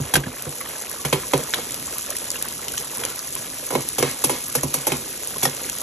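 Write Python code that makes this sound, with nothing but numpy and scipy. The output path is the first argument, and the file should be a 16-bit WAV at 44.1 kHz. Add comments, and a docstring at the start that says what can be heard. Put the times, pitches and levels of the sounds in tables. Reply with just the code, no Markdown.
"""Peas and potatoes on the boil

A little water boils in a steel pot, close to a pair of microphone ports. Over a low rumble, tiny bubbles
fizz and tick on the hot metal and small ones blip between the peas. Now and then a pocket of steam bursts
through the food with a falling plop and a splash. The pot's hollow, its wall and the kitchen answer."""
import sys
import numpy as np
from scipy import signal
from scipy.fft import rfft, irfft, next_fast_len
from scipy.io import wavfile
from scipy.ndimage import map_coordinates

SR = 44100
rng = np.random.default_rng(int(sys.argv[2]) if len(sys.argv) > 2 else 0)


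def transcribe(u):
    """Save the signal u as a 16-bit wav file named by the first command-line argument.

    u: samples, shape (n,) or (channels, n), limited to [-1, 1]; the rate is SR.
    q: integer samples, one column per channel.
    """
    v = np.clip(np.atleast_2d(u).T, -1, 1)
    q = np.round(v * 32767).astype(np.int16)
    wavfile.write(sys.argv[1], SR, q)


N = 256662

# EQ curves of the boiling bed: (frequency [Hz], relative level [dB])
RUMBLE_EQ = [(20, -31), (35, -11), (52, -1.5), (75, 1.5), (100, -5), (135, 3), (180, -3), (260, 1),
             (500, -9), (1200, -49)]
DIFFUSE_EQ = [(100, -18), (200, -9), (500, -2.5), (1100, -1), (1700, -13), (2700, -2), (4300, 1),
              (6000, -1), (9000, -22), (11000, -0.5), (13000, -13), (16000, -50)]
SIMMER_EQ = [(100, -32), (250, 3.5), (520, 3), (780, -3.5), (1100, -1.5), (1500, -3.5), (3000, -6.5),
             (4500, -10), (8000, -37)]
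FIZZ_EQ = [(1000, -30), (2500, -12), (4300, -10.5), (5800, -4), (7000, -3.5), (9000, -3.5), (10900, 1.5),
           (12000, -6), (14000, -28.5), (16000, -58)]
# fader rides of the bed: (time [s], relative level [dB])
SIMMER_RIDE = [(0, -40), (1, -39), (2.4, -39), (2.9, -39.5), (3.02, -37.5), (3.15, -41), (3.4, -39.5),
               (3.9, -41), (5.82, -38)]
FIZZ_RIDE = [(0, -34.5), (.25, -39.5), (.48, -34.5), (1.1, -34), (1.4, -32.5), (3.8, -32.5), (5.82, -31.5)]

# food bumping the wall: (time [s], relative level [dB], height on the wall [0-1])
KNOCK_CUES = [(5.43, -23, 1), (5.4527, -14.5, 0), (5.472, -22, .5)]
# the steel's ring: (frequency [Hz], gain struck low [dB], gain struck high [dB], t60 [s])
STEEL_MODES = [(774, -3.5, -16, 0.029), (1853, -3.5, -18, .027), (3375, -8.5, 0, 0.032),
               (5430, -1, -15, 0.021), (6600, -21, -9, .025)]
# droplets snapping on hot steel: (time [s], relative level [dB], pitch [Hz])
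TICK_CUES = [(0.1545, -4, 7300), (0.165, 1, 11200), (0.4223, -7.5, 12200), (0.6119, -9, 11000),
             (0.8955, -9.5, 12300), (0.9133, -10, 11500), (1.3193, -11, 7200), (1.3772, -4.5, 10800),
             (1.4365, -9, 7600), (1.501, -18, 7040), (1.5805, -15, 6600), (1.7074, -10, 7100),
             (1.743, -6.5, 11000), (1.9828, -3, 11600), (2.1035, -4, 11300), (2.1664, -5, 10900),
             (2.3031, -2.5, 6700), (2.315, -6, 10900), (2.4243, -1.5, 11600), (2.4851, -9, 10500),
             (2.6822, -4, 6060), (2.779, -3.5, 6700), (3.0509, -1, 6900), (3.1591, -10, 11800),
             (3.1915, -6, 5740), (3.3522, -3.5, 10800), (3.8879, -1, 10900), (4.112, -9, 10500),
             (5.416, -11, 6470), (5.6973, -3, 6900), (5.7846, -7, 10900)]
# featured bubbles, dry pops to ringing blips: (time [s], relative level [dB], pitch [Hz], t60 [cycles])
BLIP_CUES = [(0.1545, -8, 1562, 61), (0.2364, -22, 1580, 38), (0.263, -26, 1730, 45),
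             (0.6075, -28.5, 1130, 44), (0.755, -27, 1550, 37), (0.994, -31, 1180, 44),
             (1.233, -29, 1030, 44), (1.5374, -4, 1730, 6.4), (1.5428, -6, 3600, 11),
             (1.877, -28.5, 1076, 37), (2.124, -26, 1640, 20), (2.153, -26, 1900, 16),
             (2.343, -24, 1700, 12), (2.3573, -20, 2720, 19), (2.413, -26, 1700, 16),
             (2.4238, -22, 2600, 7.3), (2.4545, -24, 1100, 14), (2.459, -29, 2000, 14),
             (2.6826, -18.5, 3060, 20), (2.7762, -15, 3170, 19), (3.036, -17.5, 2300, 9),
             (3.0508, -19, 2800, 8.8), (3.062, -25, 1090, 12), (3.3485, -21, 3230, 11),
             (3.362, -24, 1070, 18), (3.364, -24, 2600, 20), (5.359, -27, 1050, 44),
             (5.6979, -23, 3240, 22)]
# bursting steam pockets: (time [s], relative pocket level [dB], depth under the food [0-1],
# landing pitch [Hz], fall time constant [s], thump delay [s], relative water level [dB],
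# share of mist [0-1], splash t60 [s])
PLOP_CUES = [(0.001, -25, 1, 144, 0.0024, 0, -57, 0.2, .027),
             (0.138, -27, 0.8, 154, 0.0028, .003, -16, 0.54, .019),
             (0.1544, -37, 0.87, 410, 0.0015, 0, -21.5, 0.4, 0.028),
             (0.1646, -19, 0.72, 200, 0.0032, .005, -26, 0.7, 0.014),
             (0.267, -27.5, 0.8, 121, 0.00265, 0, -58, .6, .03),
             (0.467, -28.5, 0.7, 131, 0.0027, 0.00035, -54, .9, .03),
             (1.049, -25.5, 0.76, 190, .003, 0.0051, -26, 0.31, 0.044),
             (1.127, -18, 0.33, 284, .0026, 0.0071, -18.5, 0.17, 0.024),
             (1.156, -32, .2, 425, 0.0022, 0.00086, -39, .2, .025),
             (1.334, -15, 0.3, 331.6, .003, 0.014, -21.5, 0.23, 0.024),
             (1.391, -30, 0.34, 444, .001, 0.0075, -42, .3, .02),
             (1.543, -40, 0, 290, 0.0043, 0.021, -26, 0.53, 0.0099),
             (1.583, -32.5, .15, 284, 0.0051, 0.0042, -44, 0.4, .02),
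             (2.992, -42, 0.04, 380, .004, 0.0118, -41, 0.26, 0.047),
             (3.036, -50, 0, 406, .0026, 0.014, -29, 0.26, 0.019),
             (3.705, -31, .13, 393, 0.0041, 0.015, -28, 0.5, 0.017),
             (3.721, -30, 0.16, 330, 0.0026, 0.019, -38, .4, .02),
             (3.735, -31, 0.4, 260, 0.0032, 0, -34, 0.8, 0.025),
             (3.7512, -19.5, 0.05, 324, 0.0021, 0.025, -29, 0.14, 0.026),
             (3.982, -25.5, 0.15, 292, .003, 0.0051, -24.5, 0.78, 0.04),
             (3.999, -26.5, 0.13, 263, 0.0029, 0.0016, -35, 0.3, .02),
             (4.0257, -19.5, 0.21, 272, 0.00193, 0.0059, -16.5, 0.3, 0.013),
             (4.239, -23.5, 0.35, 256, .0026, 0.027, -21, 0.81, 0.034),
             (4.294, -26, 0, 345, 0.0027, 0.015, -25, .57, 0.039),
             (4.551, -24.5, 0.44, 350, 0.0044, 0.021, -20, 0.7, 0.024),
             (4.632, -21, .6, 136, .0045, 0.0096, -28.5, 0.87, 0.021),
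             (4.7395, -28, 0.23, 405, .0045, 0.034, -23, 0.86, 0.028),
             (4.868, -25, .05, 460, 0.0032, 0.015, -23, 0.79, 0.03),
             (4.9193, -23, 0.4, 231, 0.0021, 0, -22.5, 0.17, 0.017),
             (5.4249, -31, .2, 690, 0.00096, 0.017, -30, .3, 0.014),
             (5.429, -28, 0.5, 302, 0.0031, 0.0027, -24, 0.84, .045),
             (5.4525, -24.5, 0.46, 443, 0.0027, 0.015, -21.5, 0.44, 0.019)]
# EQ curves of the noise in ticks, blips and plops: (frequency [Hz], relative level [dB])
SPUTTER_EQ = [(1000, -20), (3000, -6), (6000, 3), (9000, 12), (11000, 12.5), (12500, -0.5), (14000, -34),
              (16000, -32)]
GURGLE_EQ = [(70, -14.5), (130, 0.5), (250, 6.5), (480, 7), (750, 2), (1100, -4), (2500, -33)]
PUSH_EQ = [(20, -42), (45, 0), (80, 2), (120, -5), (250, -30), (800, -47)]
SPLASH_EQ = [(150, -19), (450, -1), (1000, -1), (1500, 0.5), (2400, -1.5), (3400, -2), (4500, -10),
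             (8000, -7), (14000, -45)]
SPRAY_EQ = [(1000, -48), (2500, -9), (4300, -12.5), (5800, -3.5), (8000, -3), (9000, 1), (10500, 4.5),
            (11500, 1.5), (12200, -6.5), (14000, -21), (16000, -45)]
SPATTER_EQ = [(300, 2), (900, -2), (2000, 0.5), (3700, -3.5), (5500, -4.5), (11000, 0), (14000, -24)]

# resonances of the pot: its air hollow up to about 1.2 kHz, its steel wall above: (frequency [Hz], width [Hz],
# gain [dB])
POT_MODES = [(139.7, 16, 9.5), (259, 21, 10), (332.4, 14.5, 6.5), (383.8, 18.4, 8), (491, 70, 7.5),
             (766, 14, 5), (855, 60, 4.5), (992, 57, 7.5), (1140, 230, 3), (1530, 32, -1),
             (2180, 63, 6.5), (3194, 68, 5.5)]
# reverb returns of the pot wall and the kitchen: (frequency [Hz], gain [dB])
WALL_EQ = [(100, -30), (400, -24.5), (850, -15.5), (1700, -16), (2700, -5.5), (4300, 2.5), (6000, -6.5),
           (9000, -43), (13000, -9)]
KITCHEN_EQ = [(60, -50), (200, -31), (500, -17), (3000, -9.5), (8000, -41)]
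# the kitchen's decay: (frequency [Hz], t60 [s])
KITCHEN_DECAY = [(120, 0.24), (1000, 0.023), (4000, 0.13), (12000, 0.056)]
# stereo phase of the direct sound: (frequency [Hz], left's lead over right [rad])
STEREO_PHASE = [(100, 0), (400, -.4), (800, -1.1), (1300, -.6), (1800, 0), (2800, 1.3), (3900, .4),
                (4850, 3.2), (5700, 6.1), (6200, 6.4), (9100, 9.4), (12200, 12.5), (13700, 12.7),
                (15500, 15.7)]
# stereo balance: (frequency [Hz], left minus right [dB])
STEREO_TILT = [(60, 0), (200, -2), (400, -3.5), (750, -5.5), (1300, -2.5), (2400, 0.5), (5000, -0.5)]


def amp(db):
    """Decibels to gain."""
    return 10 ** (np.asarray(db) / 20)


def unit(x):
    """x at rms 1."""
    return x / np.sqrt(np.mean(x ** 2) + 1e-20)


def along(points, hz):
    """(Hz, value) points read on a log axis."""
    f, v = np.transpose(points)
    return np.interp(np.log(hz + 1), np.log(f), v)


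def wobble(rate):
    """A smooth random curve with rate knots a second."""
    return map_coordinates(rng.standard_normal(int(N * rate / SR) + 4), [np.arange(N) * rate / SR])


def filtered(x, response):
    """x through a complex frequency response."""
    size = next_fast_len(x.shape[-1] + SR // 2)
    return irfft(rfft(x, size) * response(np.fft.rfftfreq(size, 1 / SR)), size)[..., :x.shape[-1]]


def coloured(x, eq, size=4096):
    """x through a minimum-phase filter of energy 1, shaped like the EQ curve."""
    cepstrum = irfft(np.log(amp(along(eq, np.fft.rfftfreq(size, 1 / SR)))))
    cepstrum[1:size // 2] *= 2
    cepstrum[size // 2 + 1:] = 0
    kernel = irfft(np.exp(rfft(cepstrum)))
    return signal.fftconvolve(x, kernel / np.linalg.norm(kernel))[:len(x)]


def envelope(t, rise, t60):
    """An attack and decay of height 1; times in seconds."""
    shape = (1 - np.exp(-t / rise)) * np.exp(-np.log(1000) * t / t60)
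    return shape / shape.max(axis=-1, keepdims=True)


def add(track, s, sound):
    """Mix a sound into a track at time s."""
    start = max(round(s * SR), 0)
    track[start:start + len(sound)] += sound[:len(track) - start]


def random_cues(count):
    """Rows of a random time in seconds and two normal deviates."""
    return np.column_stack([rng.random(count) * N / SR, rng.standard_normal((count, 2))])


def crackle(rate, spread_db):
    """Random impulses of rms 1, most small and a few large."""
    chance, size = rng.random(N), np.clip(rng.standard_normal(N), -2, 2.6)
    return unit((chance < rate / SR) * amp(spread_db * size) * rng.choice([-1, 1], N))


def bubbles(low_hz, high_hz, cycles, spread_db, count):
    """A stream of small bubbles, each a short damped sine; rms 1."""
    when, pitch, life, size = rng.random((count, 4)).T[:, :, None]
    t = np.arange(SR // 40) / SR
    hz = low_hz * (high_hz / low_hz) ** pitch
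    ring = np.sin(2 * np.pi * hz * t) * envelope(t, .5 / hz, cycles * (.5 + life) / hz)
    gain = amp(spread_db * np.minimum(-np.log(size), 4)) * hz / low_hz
    slots = (when * N).astype(int) + np.arange(len(t))
    return unit(np.bincount(slots.ravel(), (gain * ring).ravel(), N)[:N])


def reflections(x, t60s, eq, delay_s, patterns):
    """Diffuse echoes at each port; one pattern fades into the next as steam and microphone drift."""
    out, step = np.zeros((2, N)), N // patterns
    for centre in range(0, N, step):
        hz, t, noise = signal.stft(rng.standard_normal((2, SR // 3)), SR, nperseg=128)
        decay = np.exp(-np.log(1000) * t / along(t60s, hz)[:, None])
        tails = signal.istft(noise * decay, SR, nperseg=128)[1]
        span = np.arange(max(centre - step, 0), min(centre + step, N))
        piece = x[span] * np.cos(np.pi / 2 * (span - centre) / step)
        for port, tail in zip(out, tails):
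            add(port, span[0] / SR + delay_s, signal.fftconvolve(piece, tail / np.linalg.norm(tail)))
    return filtered(out, lambda hz: amp(along(eq, hz)))


def pot_resonance(x):
    """The air in the pot resonates and lifts a few low notes; the steel wall colours a few higher ones."""
    return filtered(x, lambda f: 1 + sum(
        (amp(db) - 1) * 1j * f * width / (hz * hz - f * f + 1j * f * width)
        for hz, width, db in POT_MODES))


def churn():
    """The water rolls with a low, uneven rumble."""
    return amp(-45.5 + 2.5 * wobble(11)) * unit(coloured(rng.standard_normal(N), RUMBLE_EQ))


def diffuse_boil(level_db):
    """Boiling from all round the pot reaches each port off the walls as its own fine crackle."""
    ports = [unit(coloured(crackle(rate=5000, spread_db=5.5), DIFFUSE_EQ)) for port in range(2)]
    return amp(level_db - 10) * np.array(ports)


def simmer(level_db):
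    """Water bubbles between the peas: near bubbles ring over a wash of far ones."""
    stream = bubbles(low_hz=405, high_hz=4320, cycles=11.6, spread_db=2.5, count=4200)
    wash = rng.standard_normal(N)
    flutter = amp(1.5 * wobble(18))
    return amp(level_db - 0.45) * unit(coloured((stream + wash) * flutter, SIMMER_EQ))


def fizz(level_db):
    """Tiny bubbles snap on the hot steel in quick flurries; some spit, each at its own pitch."""
    snaps = crackle(rate=1700, spread_db=7) + amp(-1) * rng.standard_normal(N)
    flurry = amp(0.39 * wobble(23) + 1.62 * wobble(90))
    spits = bubbles(low_hz=6390, high_hz=11840, cycles=41, spread_db=4, count=900)
    return amp(level_db) * (unit(coloured(snaps * flurry, FIZZ_EQ)) + amp(-5.5) * spits)


def knocks():
    """Jostled food bumps the steel wall; the height of the blow sets the mix of ringing modes."""
    track, t = np.zeros(N), np.arange(SR // 12) / SR
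    for s, db, height in KNOCK_CUES:
        ring = np.zeros(len(t))
        for hz, low_db, high_db, t60 in STEEL_MODES:
            gain = amp(low_db + height * (high_db - low_db))
            ring += gain * np.sin(2 * np.pi * hz * t) * envelope(t, 0.0043, t60)
        add(track, s, amp(db) * ring)
    return track


def ticks(ring_cycles=10.6, sputter_db=1.5):
    """Single droplets flash to steam: a very high ping with a short sputter."""
    track, t = np.zeros(N), np.arange(SR // 60) / SR
    faint_cues = [(s, -28 + 8 * size, 9000 * 2 ** (0.24 * np.tanh(pitch)))
                  for s, size, pitch in random_cues(9)]
    for s, db, hz in list(TICK_CUES) + faint_cues:
        ping = np.sin(2 * np.pi * hz * t) * envelope(t, 0.00015, ring_cycles / hz)
        flash = envelope(t, 0.00044, 0.006) + amp(-8) * envelope(t, 0.00055, 0.0086)
        sputter = coloured(flash * rng.choice([-1, 1], len(t)), SPUTTER_EQ)
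        sputter *= amp(sputter_db) / np.abs(sputter).max()
        add(track, s + 0.00047, amp(db - 8) * (ping + sputter))
    return track


def blips(wander_rad=0.34):
    """Larger bubbles open at the surface and ring with a wet edge and a wandering phase."""
    track, t = np.zeros(N), np.arange(SR // 16) / SR
    faint_cues = [(s, -27.5 + 0.97 * size, 1477 * 2 ** (0.397 * pitch), 44)
                  for s, size, pitch in random_cues(7)]
    for s, db, hz, cycles in list(BLIP_CUES) + faint_cues:
        t60 = cycles / hz
        overtone = amp(3 + 0.85 * db)  # gain from one harmonic to the next: louder is brighter
        wander = wander_rad * np.cumsum(rng.standard_normal(len(t))) * np.sqrt(hz / SR)
        phase = 2 * np.pi * hz * t + wander
        ring = sum(overtone ** (k - 1) * np.sin(k * phase) * envelope(t, 0.093 * t60 / k, t60 / k**0.61)
                   for k in (1, 2, 3))
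        wet = amp(-10.5) * coloured(rng.standard_normal(len(t)), SPLASH_EQ) * envelope(t, 0.0013, 2.5*t60)
        add(track, s, amp(db - 3.5) * (ring + wet))
    return track


def thrown_water(t, depth, mist, splash_t60):
    """A burst throws water: coarse drops splash, fine mist hisses, and some sizzles on the wall."""
    def drops(eq):
        grains = rng.standard_normal(len(t)) * amp(5.3 * rng.standard_normal(len(t)))
        return coloured(unit(grains), eq)

    slap = envelope(t, 0.031 * splash_t60, splash_t60) + amp(-13.5) * envelope(t, 0.0042, 0.12)
    splash = coloured(rng.standard_normal(len(t)), SPLASH_EQ) * slap
    spray = drops(SPRAY_EQ) * envelope(t, 0.039 * splash_t60, 2.78 * splash_t60)
    spatter = drops(SPATTER_EQ) * envelope(t, 0.084, 0.27) * (1 - np.exp(-t / 0.014))
    return (amp(6 - 14.5 * mist) * splash + amp(-1 + 11.5 * mist) * spray
            + amp(-6.5 - 28.5 * depth) * spatter)  # little from deep down reaches the wall


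def plops():
    """A steam pocket tears open: its note plunges as the cavity widens, then the hollow thumps."""
    track, t = np.zeros(N), np.arange(SR // 4) / SR
    tone = lambda hz: np.sin(2 * np.pi * (np.cumsum(hz) / SR + rng.random()))
    noise = lambda eq: coloured(rng.standard_normal(len(t)), eq)
    for s, pocket_db, depth, landing_hz, fall, thump_delay, water_db, mist, splash_t60 in PLOP_CUES:
        thump_hz = 139 * np.exp(0.025 * rng.standard_normal()) + 100 * np.exp(-t / 0.004)
        note_hz = landing_hz + 1000 * np.exp(-t / fall) + 220 * np.exp(-t / (3 * fall))
        ragged = np.exp(0.25 * noise(GURGLE_EQ))  # the torn rim makes the note unsteady
        gulp = tone(note_hz * ragged) * envelope(t, 0.0025, 0.069)
        gurgle = amp(-9.5) * noise(GURGLE_EQ) * envelope(t, 0.0021, 0.2)
        thump = tone(thump_hz) * envelope(t, 0.007, 0.054)
        air_push = noise(PUSH_EQ) * envelope(t, 0.0032, 0.21)
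        water = thrown_water(t, depth, mist, splash_t60)
        # a shallow pocket rings openly; a deep one shoves air out of the pot and heaves the food
        pocket = amp(3 - 8.5 * depth) * (gulp + gurgle) + amp(-29 + 28 * depth) * air_push
        add(track, s, amp(pocket_db) * pocket + amp(water_db) * water)
        add(track, s + thump_delay, amp(pocket_db - 11 + 14 * depth) * thump)
    return track


def scene():
    """The stereo mix: direct sound, diffuse crackle, the steel wall's scatter and the kitchen."""
    t = np.arange(N) / SR
    fizz_db = np.interp(t, *np.transpose(FIZZ_RIDE))
    simmer_db = np.interp(t, *np.transpose(SIMMER_RIDE))
    bursts = pot_resonance(plops()) + blips() + ticks()
    pot = bursts + simmer(simmer_db) + churn() + fizz(fizz_db) + knocks()
    side = np.array([[.5], [-.5]])  # left and right each take half the phase and tilt
    direct = filtered(pot, lambda hz: np.exp(1j * side * along(STEREO_PHASE, hz)))
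    diffuse = diffuse_boil(fizz_db)
    wall = reflections(bursts, t60s=[(200, 0.13), (3000, 0.033), (10000, 0.028)], eq=WALL_EQ,
                       delay_s=.0004, patterns=48)
    kitchen = reflections(pot, KITCHEN_DECAY, KITCHEN_EQ, delay_s=.006, patterns=16)
    return filtered(direct + diffuse + wall + kitchen, lambda hz: amp(side * along(STEREO_TILT, hz)))


def record(dry):
    """Master chain: cut the deep bass, soft-clip the highest peaks and remove the very top."""
    low_cut_hz, ceiling, top_hz = 28, .92, 15900
    thinned = filtered(dry, lambda hz: (1j * hz / (1j * hz + low_cut_hz)) ** 2)
    rounded = thinned / (1 + (thinned / ceiling) ** 8) ** (1 / 8)
    return filtered(rounded, lambda hz: hz < top_hz)


dry = scene()
out = record(dry)
transcribe(out)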